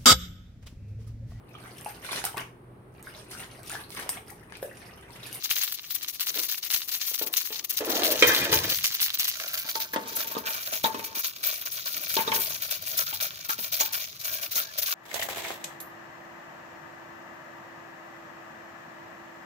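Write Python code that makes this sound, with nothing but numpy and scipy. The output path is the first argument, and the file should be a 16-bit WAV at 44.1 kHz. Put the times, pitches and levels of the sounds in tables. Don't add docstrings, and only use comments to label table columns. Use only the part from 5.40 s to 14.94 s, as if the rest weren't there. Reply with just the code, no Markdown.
import sys
import numpy as np
from scipy import signal
from scipy.fft import rfft, irfft, next_fast_len
from scipy.io import wavfile
from scipy.ndimage import uniform_filter1d, map_coordinates

SR = 44100
rng = np.random.default_rng(int(sys.argv[2]) if len(sys.argv) > 2 else 0)


def master_out(mix):
    frames = np.transpose(np.atleast_2d(mix))
    ceiling = np.clip(frames, -1, 1)
    pcm = np.round(ceiling * 32767).astype(np.int16)
    wavfile.write(sys.argv[1], SR, pcm)


N = 420713

# time_s, treble_db, body_db
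SIZZLE_LEVELS = [(0, -48.5, -49.5), (2.2, -51.5, -56.5), (2.6, -43, -38), (3.2, -44, -40.5),
                 (3.9, -44.5, -46), (4.5, -48.5, -52), (6.4, -50, -53.5), (7, -43, -49), (8, -49, -49.5),
                 (9, -53, -49.5), (9.54, -47, -45)]
# start_s, treble_db, t60_s
STEAM_PUFFS = [(0.036, -28.5, 0.086), (0.1, -22, 0.086), (0.154, -28, 0.16), (0.207, -26, 0.13),
               (0.264, -35, 0.13), (0.319, -26, 0.049), (0.343, -25.5, 0.042), (0.503, -28.5, 0.066),
               (0.547, -24.5, 0.05), (0.623, -31, 0.062), (0.68, -25.5, 0.062), (0.727, -40, 0.13),
               (0.8, -26, 0.1), (0.862, -28.5, 0.14), (0.936, -33.5, 0.25), (0.984, -24.5, 0.065),
               (1.022, -30, 0.12), (1.086, -21.5, 0.054), (1.108, -26, 0.11), (1.174, -29, 0.06),
               (1.224, -32.5, 0.16), (1.302, -27.5, 0.18), (1.332, -27.5, 0.17), (1.341, -6, 0.026),
               (1.41, -39, 0.11), (1.479, -29.5, 0.08), (1.514, -23, 0.056), (1.535, -25, 0.1),
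               (1.606, -29.5, 0.16), (1.665, -27, 0.13), (1.736, -27, 0.08), (1.784, -25.5, 0.077),
               (1.818, -25.5, 0.066), (1.864, -27, 0.06), (1.929, -25, 0.066), (1.966, -21.5, 0.072),
               (1.998, -30.5, 0.1), (2.047, -31, 0.12), (2.12, -36, 0.18), (2.188, -30, 0.047),
               (2.244, -20.5, 0.036), (2.296, -22.5, 0.059), (2.326, -30.5, 0.065), (2.37, -24, 0.085),
               (2.445, -32, 0.065), (2.497, -25, 0.11), (2.546, -28.5, 0.15), (2.634, -22, 0.17),
               (2.713, -14.5, 0.051), (2.752, -29, 0.077), (2.787, -30, 0.15), (2.84, -35, 0.046),
               (2.868, -20, 0.11), (2.933, -22.5, 0.17), (3.04, -23.5, 0.057), (3.116, -19.5, 0.17),
               (3.235, -30, 0.081), (3.295, -17.5, 0.061), (3.318, -27.5, 0.2), (3.383, -30, 0.073),
               (3.437, -19, 0.1), (3.471, -26, 0.04), (3.519, -28, 0.038), (3.544, -19, 0.042),
               (3.608, -18, 0.14), (3.738, -21.5, 0.053), (3.787, -19.5, 0.1), (3.841, -21, 0.057),
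               (3.874, -24.5, 0.083), (3.992, -35, 0.084), (4.037, -30.5, 0.055), (4.079, -23.5, 0.043),
               (4.134, -23, 0.063), (4.171, -28, 0.15), (4.257, -36, 0.14), (4.288, -26, 0.1),
               (4.345, -29, 0.09), (4.398, -24.5, 0.11), (4.53, -28.5, 0.061), (4.675, -34.5, 0.11),
               (4.721, -34, 0.085), (4.753, -26, 0.096), (4.79, -24.5, 0.13), (4.869, -30, 0.075),
               (4.905, -33, 0.11), (4.976, -35, 0.092), (5.055, -32, 0.37), (5.125, -34, 0.1),
               (5.221, -31, 0.07), (5.254, -31.5, 0.15), (5.316, -29.5, 0.19), (5.431, -26, 0.13),
               (5.59, -34, 0.056), (5.64, -30.5, 0.086), (5.749, -27, 0.13), (5.788, -30, 0.093),
               (5.834, -27.5, 0.15), (5.954, -37.5, 0.063), (6.033, -23.5, 0.084), (6.056, -23.5, 0.096),
               (6.082, -24, 0.074), (6.105, -32, 0.21), (6.211, -33.5, 0.079), (6.253, -28, 0.098),
               (6.312, -34.5, 0.33), (6.385, -39, 0.042), (6.451, -31, 0.2), (6.525, -30.5, 0.1),
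               (6.565, -27, 0.066), (6.604, -33.5, 0.24), (6.692, -27, 0.11), (6.733, -28.5, 0.21),
               (6.798, -30, 0.11), (6.841, -37.5, 0.29), (6.935, -24.5, 0.13), (6.998, -28.5, 0.17),
               (7.062, -34.5, 0.26), (7.14, -30, 0.051), (7.217, -29, 0.12), (7.307, -25.5, 0.095),
               (7.339, -31, 0.11), (7.418, -28, 0.051), (7.461, -31.5, 0.24), (7.572, -22, 0.15),
               (7.66, -32.5, 0.18), (7.735, -27, 0.1), (7.805, -26, 0.17), (8.043, -34.5, 0.069),
               (8.088, -24.5, 0.12), (8.179, -32, 0.17), (8.226, -30.5, 0.14), (8.32, -24.5, 0.14),
               (8.397, -22.5, 0.11), (8.449, -28.5, 0.094), (8.524, -26, 0.15), (8.594, -32.5, 0.18),
               (8.751, -42.5, 0.06), (8.792, -36.5, 0.12), (8.841, -28, 0.18), (8.923, -29.5, 0.17),
               (9.015, -29.5, 0.14), (9.112, -26, 0.076), (9.15, -24, 0.17), (9.38, -19.5, 0.064),
               (9.419, -22, 0.071), (9.455, -30, 0.27)]
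# frequency_hz, density_db
STEAM_SPECTRUM = [(350, -37), (600, -14.5), (748, -16), (1040, -25), (1640, -18.5), (1850, -10), (2870, -6),
                  (4280, -3.5), (4910, -2.5), (6200, 7), (6830, 5.5), (8500, -11.5), (13000, -2.5),
                  (15100, 2.5), (16000, -4.5)]
# time_s, treble_db, body_db
STEAM_BALANCE = [(0.0, 8.5, 12.5), (0.6, 12, 4.5), (2.2, 10, 7), (4.2, 3, -2), (6.5, 7, 2), (7.2, 8.5, 0.5),
                 (9.54, 6, 2)]
# frequency_hz, density_db
KITCHEN_SPECTRUM = [(15, -42), (25, -37), (59, 3), (151, -0.5), (238, 5.5), (380, 7), (447, -1.5),
                    (608, -2), (897, -6), (1200, 5), (1560, -34), (2640, -120)]
# time_s, level_db
RUMBLE_LEVELS = [(0.0, -68), (2.26, -70), (2.8, -56), (2.89, -37), (2.96, -56), (3.02, -40), (3.08, -61),
                 (3.14, -36.5), (3.3, -48), (3.59, -67), (5.55, -61), (6.27, -67.5), (6.75, -55),
                 (7.12, -58), (9.54, -64)]
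# start_s, level_db, pitch_hz
HUSK_TICKS = [(0.0244, -20, 3900), (0.0479, -15, 6100), (0.058, -12, 4400), (0.0941, -18, 4000),
              (0.1122, -6, 2900), (0.1253, -16, 4900), (0.1341, -16, 3700), (0.1662, -11, 3800),
              (0.214, -13, 4500), (0.224, -15, 4200), (0.2348, -10, 3700), (0.2775, -15, 3800),
              (0.3236, -16, 4400), (0.3878, -22, 3600), (0.395, -18, 3700), (0.5071, -17, 4000),
              (0.443, -25, 3000), (0.5528, -18, 5700), (0.5625, -20, 3400), (0.6115, -24, 3700),
              (0.6461, -16, 3800), (0.6853, -18, 5400), (0.7973, -14, 4100), (0.8088, -15, 4500),
              (0.8185, -15, 4000), (0.8712, -12, 3800), (0.885, -14, 4400), (0.904, -15, 4000),
              (0.9438, -17, 3800), (0.9533, -17, 4200), (0.9755, -13, 3800), (0.9944, -14, 3800),
              (1.035, -14, 5200), (1.0441, -17, 3900), (1.0902, -17, 4000), (1.0965, -16, 4500),
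              (1.1239, -13, 5300), (1.1449, -19, 2700), (1.2304, -18, 5100), (1.2388, -20, 3700),
              (1.3033, -12, 4300), (1.316, -12, 4700), (1.3452, -7, 4100), (1.4191, -15, 3800),
              (1.4921, -15, 4400), (1.5465, -14, 4100), (1.6166, -17, 5000), (1.6828, -16, 4900),
              (1.7471, -14, 4700), (1.7793, -18, 4900), (1.7951, -17, 4300), (1.871, -17, 5300),
              (1.9395, -8, 4000), (1.9628, -19, 3400), (1.9803, -11, 4600), (2.0131, -15, 4300),
              (2.0552, -18, 5600), (2.1282, -18, 3800), (2.1594, -17, 3900), (2.196, -15, 4300),
              (2.3091, -15, 5900), (2.3892, -11, 5400), (2.5264, -14, 4000), (2.5546, -10, 5700),
              (2.5685, -11, 3000), (2.6211, -10, 4200), (2.6343, -6, 3600), (2.6484, -6, 3900),
              (2.6667, -9, 3800), (2.7049, -10, 4300), (2.7587, -13, 4000), (2.7776, -15, 3500),
              (2.7928, -13, 3800), (2.8104, -9, 5800), (2.9483, -6, 3600), (2.9642, -6, 3600),
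              (2.9814, -9, 4200), (3.0544, -11, 2600), (3.1205, -12, 3700), (3.1745, -9, 3600),
              (3.2431, -14, 4000), (3.3003, -9, 4700), (3.3215, -12, 3300), (3.329, -9, 4400),
              (3.3472, -15, 4500), (3.3889, -15, 3300), (3.4209, -20, 3800), (3.4423, -9, 5400),
              (3.4553, -9, 4500), (3.4577, -7, 5700), (3.526, -17, 4200), (3.5315, -18, 4500),
              (3.5497, -13, 3900), (3.5962, -15, 3600), (3.603, -14, 3400), (3.6292, -9, 4100),
              (3.6829, -13, 3600), (3.6957, -16, 4000), (3.7034, -10, 3700), (3.7421, -14, 4000),
              (3.7542, -17, 3700), (3.774, -17, 4400), (3.7973, -6, 5500), (3.817, -16, 4200),
              (3.8312, -11, 4200), (3.8537, -9, 4400), (3.8818, -12, 3900), (3.8889, -15, 5100),
              (3.9147, -15, 4500), (3.9391, -24, 3600), (3.9557, -20, 4400), (4.142, -14, 4200),
              (4.2908, -15, 3600), (4.3138, -14, 4500), (4.4016, -18, 4000), (4.7887, -17, 4600),
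              (5.075, -17, 3600), (5.2739, -17, 3700), (5.8455, -12, 4400), (6.0399, -13, 4400),
              (6.068, -17, 4200), (6.0948, -16, 3700), (6.1008, -16, 4100), (6.1412, -21, 3800),
              (6.2226, -21, 3400), (6.3781, -18, 4000), (6.396, -21, 3800), (6.468, -20, 4000),
              (6.638, -21, 4000), (6.669, -22, 2600), (6.7029, -15, 4000), (6.9486, -13, 3900),
              (7.222, -18, 4500), (7.3112, -16, 3700), (7.5839, -18, 5200), (7.8028, -15, 3500),
              (7.907, -21, 3500), (8.3238, -14, 4700), (8.354, -17, 4500), (8.55, -17, 4200),
              (9.0631, -22, 2600), (9.2019, -12, 3900), (9.3857, -13, 5200), (9.5253, -8, 5100)]
# low_hz, high_hz
HUSK_BANDS = [(1500, 6200), (2200, 6600), (3500, 5270)]
# centre_s, level_db
OVERLOAD_THUMPS = [(0.112, -41), (1.345, -41), (2.645, -42), (3.621, -41.5), (3.796, -44), (5.443, -35)]
# start_s, level_db, hardness_db, seed_damping_fraction, contact_hz
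SPATULA_KNOCKS = [(0.902, -46, -10, 0.2, 3030), (0.968, -39.5, 5, 0.46, 3000), (1.715, -40.5, 3, 1, 3000),
                  (1.814, -28.5, -5.5, 0.74, 2980), (2.105, -35, 0.5, 0.68, 3000),
                  (2.407, -25.5, -6, 0.3, 3000), (2.824, -8, 5, 0.6, 2300), (2.875, -24, 1.5, 1, 1630),
                  (3.127, -15.5, 2, 0.58, 4160)]
# pitch_hz, gain_db, base_t60_s
PAN_MODES = [(99, -28, 0.4), (165.4, -18, 1), (259, -10, 1), (339, 8.5, 0.15), (436, 8, 0.27),
             (446.5, 11, 0.07), (488, -1.5, 0.93), (575, -6, 0.3), (695, -23, 0.63), (881, 3, 0.36),
             (1027, 9, 0.088), (1225, 3, 0.048), (1560, -4.5, 0.23), (1690, -4, 0.11), (1830, -13, 0.18),
             (1970, -1, 0.06), (2407, -6.5, 0.15), (3070, -2, 0.079), (3660, -11, 0.16)]
# time_s, level_db, brightness_db
SPATULA_STROKES = [
    [(0.93, -69, -10), (0.97, -39.5, -12), (1.06, -61, -15)],
    [(1.8, -50, -20), (1.83, -45.5, -20), (1.93, -56, -20)],
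    [(2.39, -55, -19), (2.415, -34.5, -16), (2.6, -30.5, -14), (2.8, -39.5, -12), (2.84, -35.5, 9),
     (3.1, -34.5, -5.5), (3.135, -36, -2), (3.35, -46.5, 0)],
]
# frequency_hz, density_db
RASP_SPECTRUM = [(150, -53), (220, -4.5), (330, 6.5), (450, 1.5), (600, -3.5), (800, -5.5), (1050, -7),
                 (1400, -10.5), (2600, -66)]
# time_s, level_db, pitch_hz
METAL_GLIDES = [
    [(2.5, -40, 800), (2.78, -35, 518)],
    [(2.84, -40, 2200), (3.1, -44, 1700)],
    [(8.85, -54, 1620), (9.06, -54, 1520)],
    [(9.19, -54, 1530), (9.32, -55, 1760)],
]
# pitch_hz, gain_db, t60_s
CAVITY_MODES = [(638, -1, 0.024), (1100, -8, 0.02), (1368, -0.5, 0.022), (1537, -12, 0.048),
                (2333, -11.5, 0.035)]
# start_s, level_db, hardness_db, hand_damping_fraction, contact_hz
LID_CLINKS = [(4.25, -41, 2, 0.8, 3600), (4.3547, -27, -0.5, 0.52, 1500), (4.5353, -26, -0.5, 0.1, 1490),
              (4.561, -18, -4.5, 0.4, 1050), (4.786, -39, -10, 0.4, 3600), (4.952, -29.5, 0, 0, 3630),
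              (4.967, -22.5, -5.5, 0.43, 900), (5.332, -41, -5, 0.4, 3600), (5.4422, -16, 1.5, 0.86, 3680),
              (5.458, -26, 4, 0.85, 3560), (5.545, -26, -4, 0.3, 2380), (5.594, -28.5, -3.5, 0.95, 2320),
              (6.7672, -17, 3, 0.77, 3590), (6.791, -20.5, -2, 0.82, 2440), (6.877, -21.5, 2, 0.46, 3830),
              (6.9179, -21, 3, 0.64, 2340), (7.729, -31.5, 7, 1, 2680), (8.0935, -33, 10, 0.93, 1380),
              (8.188, -36.5, -12, 0.4, 2500), (8.4085, -23, 9, 1, 6450), (9.162, -35.5, 0, 0.47, 2400)]
# pitch_hz, gain_db, base_t60_s
LID_MODES = [(219.5, -5.5, 0.37), (257.4, -1.5, 0.22), (306, 10.5, 0.068), (404.6, 8.5, 0.17),
             (449, 10.5, 0.09), (600, -5, 0.26), (893, 14, 0.3), (1040, 7, 0.2), (1096, -14.5, 0.12),
             (1360, -5, 0.19), (1630, -7.5, 0.096), (2300, -8.5, 0.024), (2934, -9, 0.041),
             (3590, -10, 0.025), (3770, -9, 0.02), (4100, -9, .02), (6190, -14.5, 0.087)]
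# time_s, level_db, brightness_db
LID_STROKES = [
    [(4.55, -46, -13), (5.068, -50, -9), (5.2, -55, -8)],
    [(5.46, -36, -4), (5.48, -48.5, -24), (5.8, -48.5, -23)],
    [(6.78, -49, 13), (6.952, -39.5, -25), (7.15, -62, 0)],
    [(8.78, -74, 16), (8.86, -69, 16), (9.04, -69, 16), (9.1, -78, 16), (9.22, -70, 16), (9.33, -72, 14)],
]
# time_s, lag_samples
LEFT_PORT_LAG = [(0, 4.1), (4, 5.84), (5, 13.7), (9.54, 13.9)]

PUFF_LEAD_S, PUFF_RISE_S, PUFF_SQUARENESS = 0.0085, 0.019, 2.5
BODY_DB, BODY_DB_PER_DB = -38.5, 0.8
BODY_LATE_S = 0.0015
TICK_DECAY_CYCLES, TICK_PAN_DB, TICK_LAG_S = 1.1, 3, .00005
CRACKLES_PER_S, CRACKLE_SCATTER_DB, CRACKLE_DB = 120, 4.5, -5
MODE_SHIFT_PER_KHZ, MODE_SCATTER_DB = .003, 2.5
LID_ON_S, LID_SHADE_DB, CAVITY_DB = 3.95, -2, -27
TAPS_PER_S, TAP_GAIN = 90, 0.69


def undb(db):
    return 10 ** (np.asarray(db) / 20)


def unit(x):
    return x / np.sqrt(np.mean(x ** 2))


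def curve(table):
    times, *columns = np.transpose(table)
    return [np.interp(np.arange(N) / SR, times, column) for column in columns]


def band(x, lo_hz, hi_hz):
    edges_hz = [lo_hz, min(hi_hz, .45 * SR)]
    return signal.sosfilt(signal.butter(2, edges_hz, "band", fs=SR, output="sos"), x)


def coloured(spectrum, lo_hz=0., hi_hz=np.inf):
    size = next_fast_len(N + N % 2, True)
    f = np.arange(1, size // 2 + 2) * SR / size
    hz, db = np.transpose(spectrum)
    shape = undb(np.interp(np.log(f), np.log(hz), db))
    edges = 1 / (1 + (lo_hz / f) ** 12) / (1 + (f / hi_hz) ** 12)
    return unit(irfft(rfft(rng.standard_normal(size)) * shape * edges, size)[:N])


def flicker(rate_hz):
    hold = int(SR / rate_hz)
    return uniform_filter1d(np.repeat(rng.standard_normal(N // hold + 1), hold), hold)[:N]


def add(out, start_s, sound, pan_db=0.):
    i = int(start_s * SR)
    n = min(sound.shape[-1], N - i)
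    out[:, i:i + n] += sound[..., :n] * undb([[pan_db / 2], [-pan_db / 2]])


def ring(force, modes, tilt_db_per_octave=0.):
    out = 0
    for hz, db, t60 in modes:
        radius, angle = np.exp(-np.log(1000) / (t60 * SR)), 2 * np.pi * hz / SR
        response = signal.lfilter([.5, 0, -.5], [1, -2 * radius * np.cos(angle), radius ** 2], force)
        out = out + undb(db + tilt_db_per_octave * np.log2(hz / 500)) * response
    return out


def steam_envelopes():
    power = undb(2 * (np.array(curve(SIZZLE_LEVELS)) + 3 * flicker(12)))
    t = np.arange(SR // 3) / SR
    late_s = np.array([[0], [BODY_LATE_S]])
    swell = np.sin(np.pi / 2 * np.clip((t - late_s) / (PUFF_RISE_S - late_s), 0, 1)) ** 4
    for start_s, treble_db, t60 in STEAM_PUFFS:
        puff = swell * undb(-120 * (t / t60) ** PUFF_SQUARENESS)
        body_db = BODY_DB + BODY_DB_PER_DB * (treble_db + 31.5)
        add(power, start_s - PUFF_LEAD_S, puff * undb([[treble_db], [body_db]]) ** 2)
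    return np.sqrt(power)


def steam_hiss(treble, body):
    def jets(bands, pan_db):
        out = 0
        for lo_hz, hi_hz, power_share in bands:
            swell = undb(2.5 * flicker(44.33)) * np.sqrt(power_share)
            out = out + swell * np.array([coloured(STEAM_SPECTRUM, lo_hz, hi_hz) for _ in range(2)])
        return unit(out) * undb([pan_db / 2, -pan_db / 2])

    treble_pan_db, body_pan_db = curve(STEAM_BALANCE)
    treble_bands = [(8330, 14760, 0.32), (12700, np.inf, 0.67)]
    body_bands = [(0, 3500, 0.13), (3340, 5080, 0.59), (4970, 6770, 0.44)]
    high = treble * undb(2.2 * flicker(260)) * jets(treble_bands, treble_pan_db)
    return high + body * undb(4.2 * flicker(250)) * jets(body_bands, body_pan_db)


def kitchen(floor_db=-64.5):
    def independent_pair(lo_hz, hi_hz=np.inf):
        return np.array([coloured(KITCHEN_SPECTRUM, lo_hz, hi_hz) for _ in range(2)])

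    floor = coloured(KITCHEN_SPECTRUM, 220) + .5 * independent_pair(104)
    rumble = coloured(KITCHEN_SPECTRUM, 72, 188) + .25 * independent_pair(20, 180)
    floor *= undb(floor_db + 3 * flicker(28))
    return floor + undb(curve(RUMBLE_LEVELS)[0] + 2.3 * flicker(13)) * rumble


def splitting_husks(body):
    ticks = np.zeros((2, N))
    for start_s, db, hz in HUSK_TICKS:
        pan, lag = rng.standard_normal(2)
        delay_s = np.maximum(TICK_LAG_S * lag * np.array([[1], [-1]]), 0)
        t = np.maximum(np.arange(SR // 200) / SR - delay_s, 0)
        pulse = -np.sin(2 * np.pi * hz * t) * np.exp(-t * hz / TICK_DECAY_CYCLES)
        add(ticks, start_s, undb(db) * pulse, TICK_PAN_DB * pan)
    sizes = undb(CRACKLE_SCATTER_DB * np.minimum(rng.exponential(size=N), 3)) * rng.choice([-1, 1], N)
    crackle = 0
    for lo_hz, hi_hz in HUSK_BANDS:
        splits = rng.random(N) < CRACKLES_PER_S / SR
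        crackle = crackle + unit(band(splits * sizes, lo_hz, hi_hz))
    return 1.15 * band(ticks, 1200, 11000) + undb(CRACKLE_DB) * body * crackle


def overload_thumps(pulse_s=.004):
    out = np.zeros((2, N))
    for centre_s, db in OVERLOAD_THUMPS:
        add(out, centre_s - pulse_s / 2, undb(db) * np.hanning(int(pulse_s * SR)), pan_db=-4)
    return out


def metal_impacts(blows, modes):
    out, t = np.zeros((2, N)), np.arange(SR // 3) / SR
    for start_s, db, hardness_db, damping, contact_hz in blows:
        hardness_db = np.clip(hardness_db, -9, 9)
        struck_modes = []
        for hz, gain_db, t60 in modes:
            shift, weight = rng.standard_normal(2)
            shifted_hz = hz * (1 + MODE_SHIFT_PER_KHZ * shift * hz / 1000)
            struck_modes.append((shifted_hz, gain_db + MODE_SCATTER_DB * weight, t60 * (1.1 - damping)))
        force = rng.standard_normal(len(t)) * (np.exp(-t / 0.0029) + 0.2 * np.exp(-t / 0.064))
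        force[0] = 14
        ringing = ring(force, struck_modes, hardness_db)
        ringing /= np.abs(band(ringing, 200, 1200)).max()
        bite = ring(rng.standard_normal(len(t)) * np.exp(-t / 0.002), [(contact_hz, 0, .006)])
        bite /= np.abs(bite).max()
        add(out, start_s, undb(db) * (ringing + undb(hardness_db + 1) * bite))
    return out


def gate(stroke, ramp_s):
    t = np.arange(N) / SR
    return np.clip(np.minimum(t - stroke[0][0], stroke[-1][0] - t) / ramp_s, 0, 1)


def drag(strokes, low, high):
    out = np.zeros(N)
    for stroke in strokes:
        db, brightness_db = curve(stroke)
        out += gate(stroke, ramp_s=0.013) * undb(db) * (unit(low) + undb(brightness_db) * unit(high))
    return out


def spatula_scrape(slips, grit):
    pan_low = ring(grit, [(hz, db, .3 * t60) for hz, db, t60 in PAN_MODES if hz < 1100])
    pan_high = ring(grit, [(hz, db, .2 * t60) for hz, db, t60 in PAN_MODES if hz > 1100])
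    rasp = slips * coloured(RASP_SPECTRUM, 150, 2600)
    return drag(SPATULA_STROKES, unit(rasp) + 0.78 * unit(pan_low), pan_high)


def metal_glides(width_hz=220):
    out = np.zeros(N)
    for stroke in METAL_GLIDES:
        db, hz = curve(stroke)
        phase = 2 * np.pi * np.cumsum(hz) / SR
        note = flicker(width_hz) * np.cos(phase) + flicker(width_hz) * np.sin(phase)
        out += gate(stroke, ramp_s=0.022) * undb(db) * note
    return out


def lid_cavity(drive):
    return sum(ring(undb(4.5 * flicker(14)) * drive, [mode]) for mode in CAVITY_MODES)


def seeds_under_lid(crackle, hiss, body):
    taps = unit((rng.random(N) < TAPS_PER_S / SR) * rng.standard_normal(N))
    covered = np.arange(N) / SR > LID_ON_S
    hollow = lid_cavity(covered * (crackle + .5 * hiss + TAP_GAIN * body * taps))
    return crackle * undb(LID_SHADE_DB * covered) + undb(CAVITY_DB) * hollow


def lid_slide(grit):
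    lid_low = ring(grit, [(hz, db, .26 * t60) for hz, db, t60 in LID_MODES if hz < 1100])
    return drag(LID_STROKES, lid_low, lid_cavity(grit))


def reflections(x, lo_hz, hi_hz, t60_s, wet_db, places, hold_s=.012):
    t, hold, wet = np.arange(SR // 8) / SR, int(hold_s * SR), 0
    place = np.repeat(rng.integers(places, size=N // hold + 1), hold)[:N]
    decay = undb(-60 * t / t60_s) * (t > .0004)
    for k in range(places):
        tail = band(rng.standard_normal((2, len(t))), lo_hz, hi_hz) * decay
        tail /= np.sqrt(np.sum(tail ** 2, axis=1, keepdims=True))
        wet = wet + signal.oaconvolve(x * (place == k), tail, axes=1)[:, :N]
    return x + undb(wet_db) * wet


def scene():
    treble, body = steam_envelopes()
    crackle = splitting_husks(body)
    hiss = steam_hiss(treble, body)
    seeds = seeds_under_lid(crackle, hiss, body)
    impacts = metal_impacts(SPATULA_KNOCKS, PAN_MODES) + metal_impacts(LID_CLINKS, LID_MODES)
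    slips = undb(4 * flicker(300) + 2 * flicker(34))
    grit = slips * rng.standard_normal(N)
    metal = band(impacts + spatula_scrape(slips, grit) + lid_slide(grit) + metal_glides(), 85, 16000)
    seeds = reflections(seeds, 780, 4000, t60_s=0.039, wet_db=-13, places=3)
    metal = reflections(metal, 740, 7100, t60_s=0.078, wet_db=-2.5, places=2)
    left, right = seeds + metal + hiss
    left = map_coordinates(left, [np.arange(N) - curve(LEFT_PORT_LAG)[0]], order=3)
    return np.array([left, right]) + overload_thumps() + kitchen()


def record(dry):
    return signal.sosfilt(signal.ellip(10, .3, 80, 15600, fs=SR, output="sos"), np.tanh(dry))


dry = scene()
out = record(dry)
master_out(out)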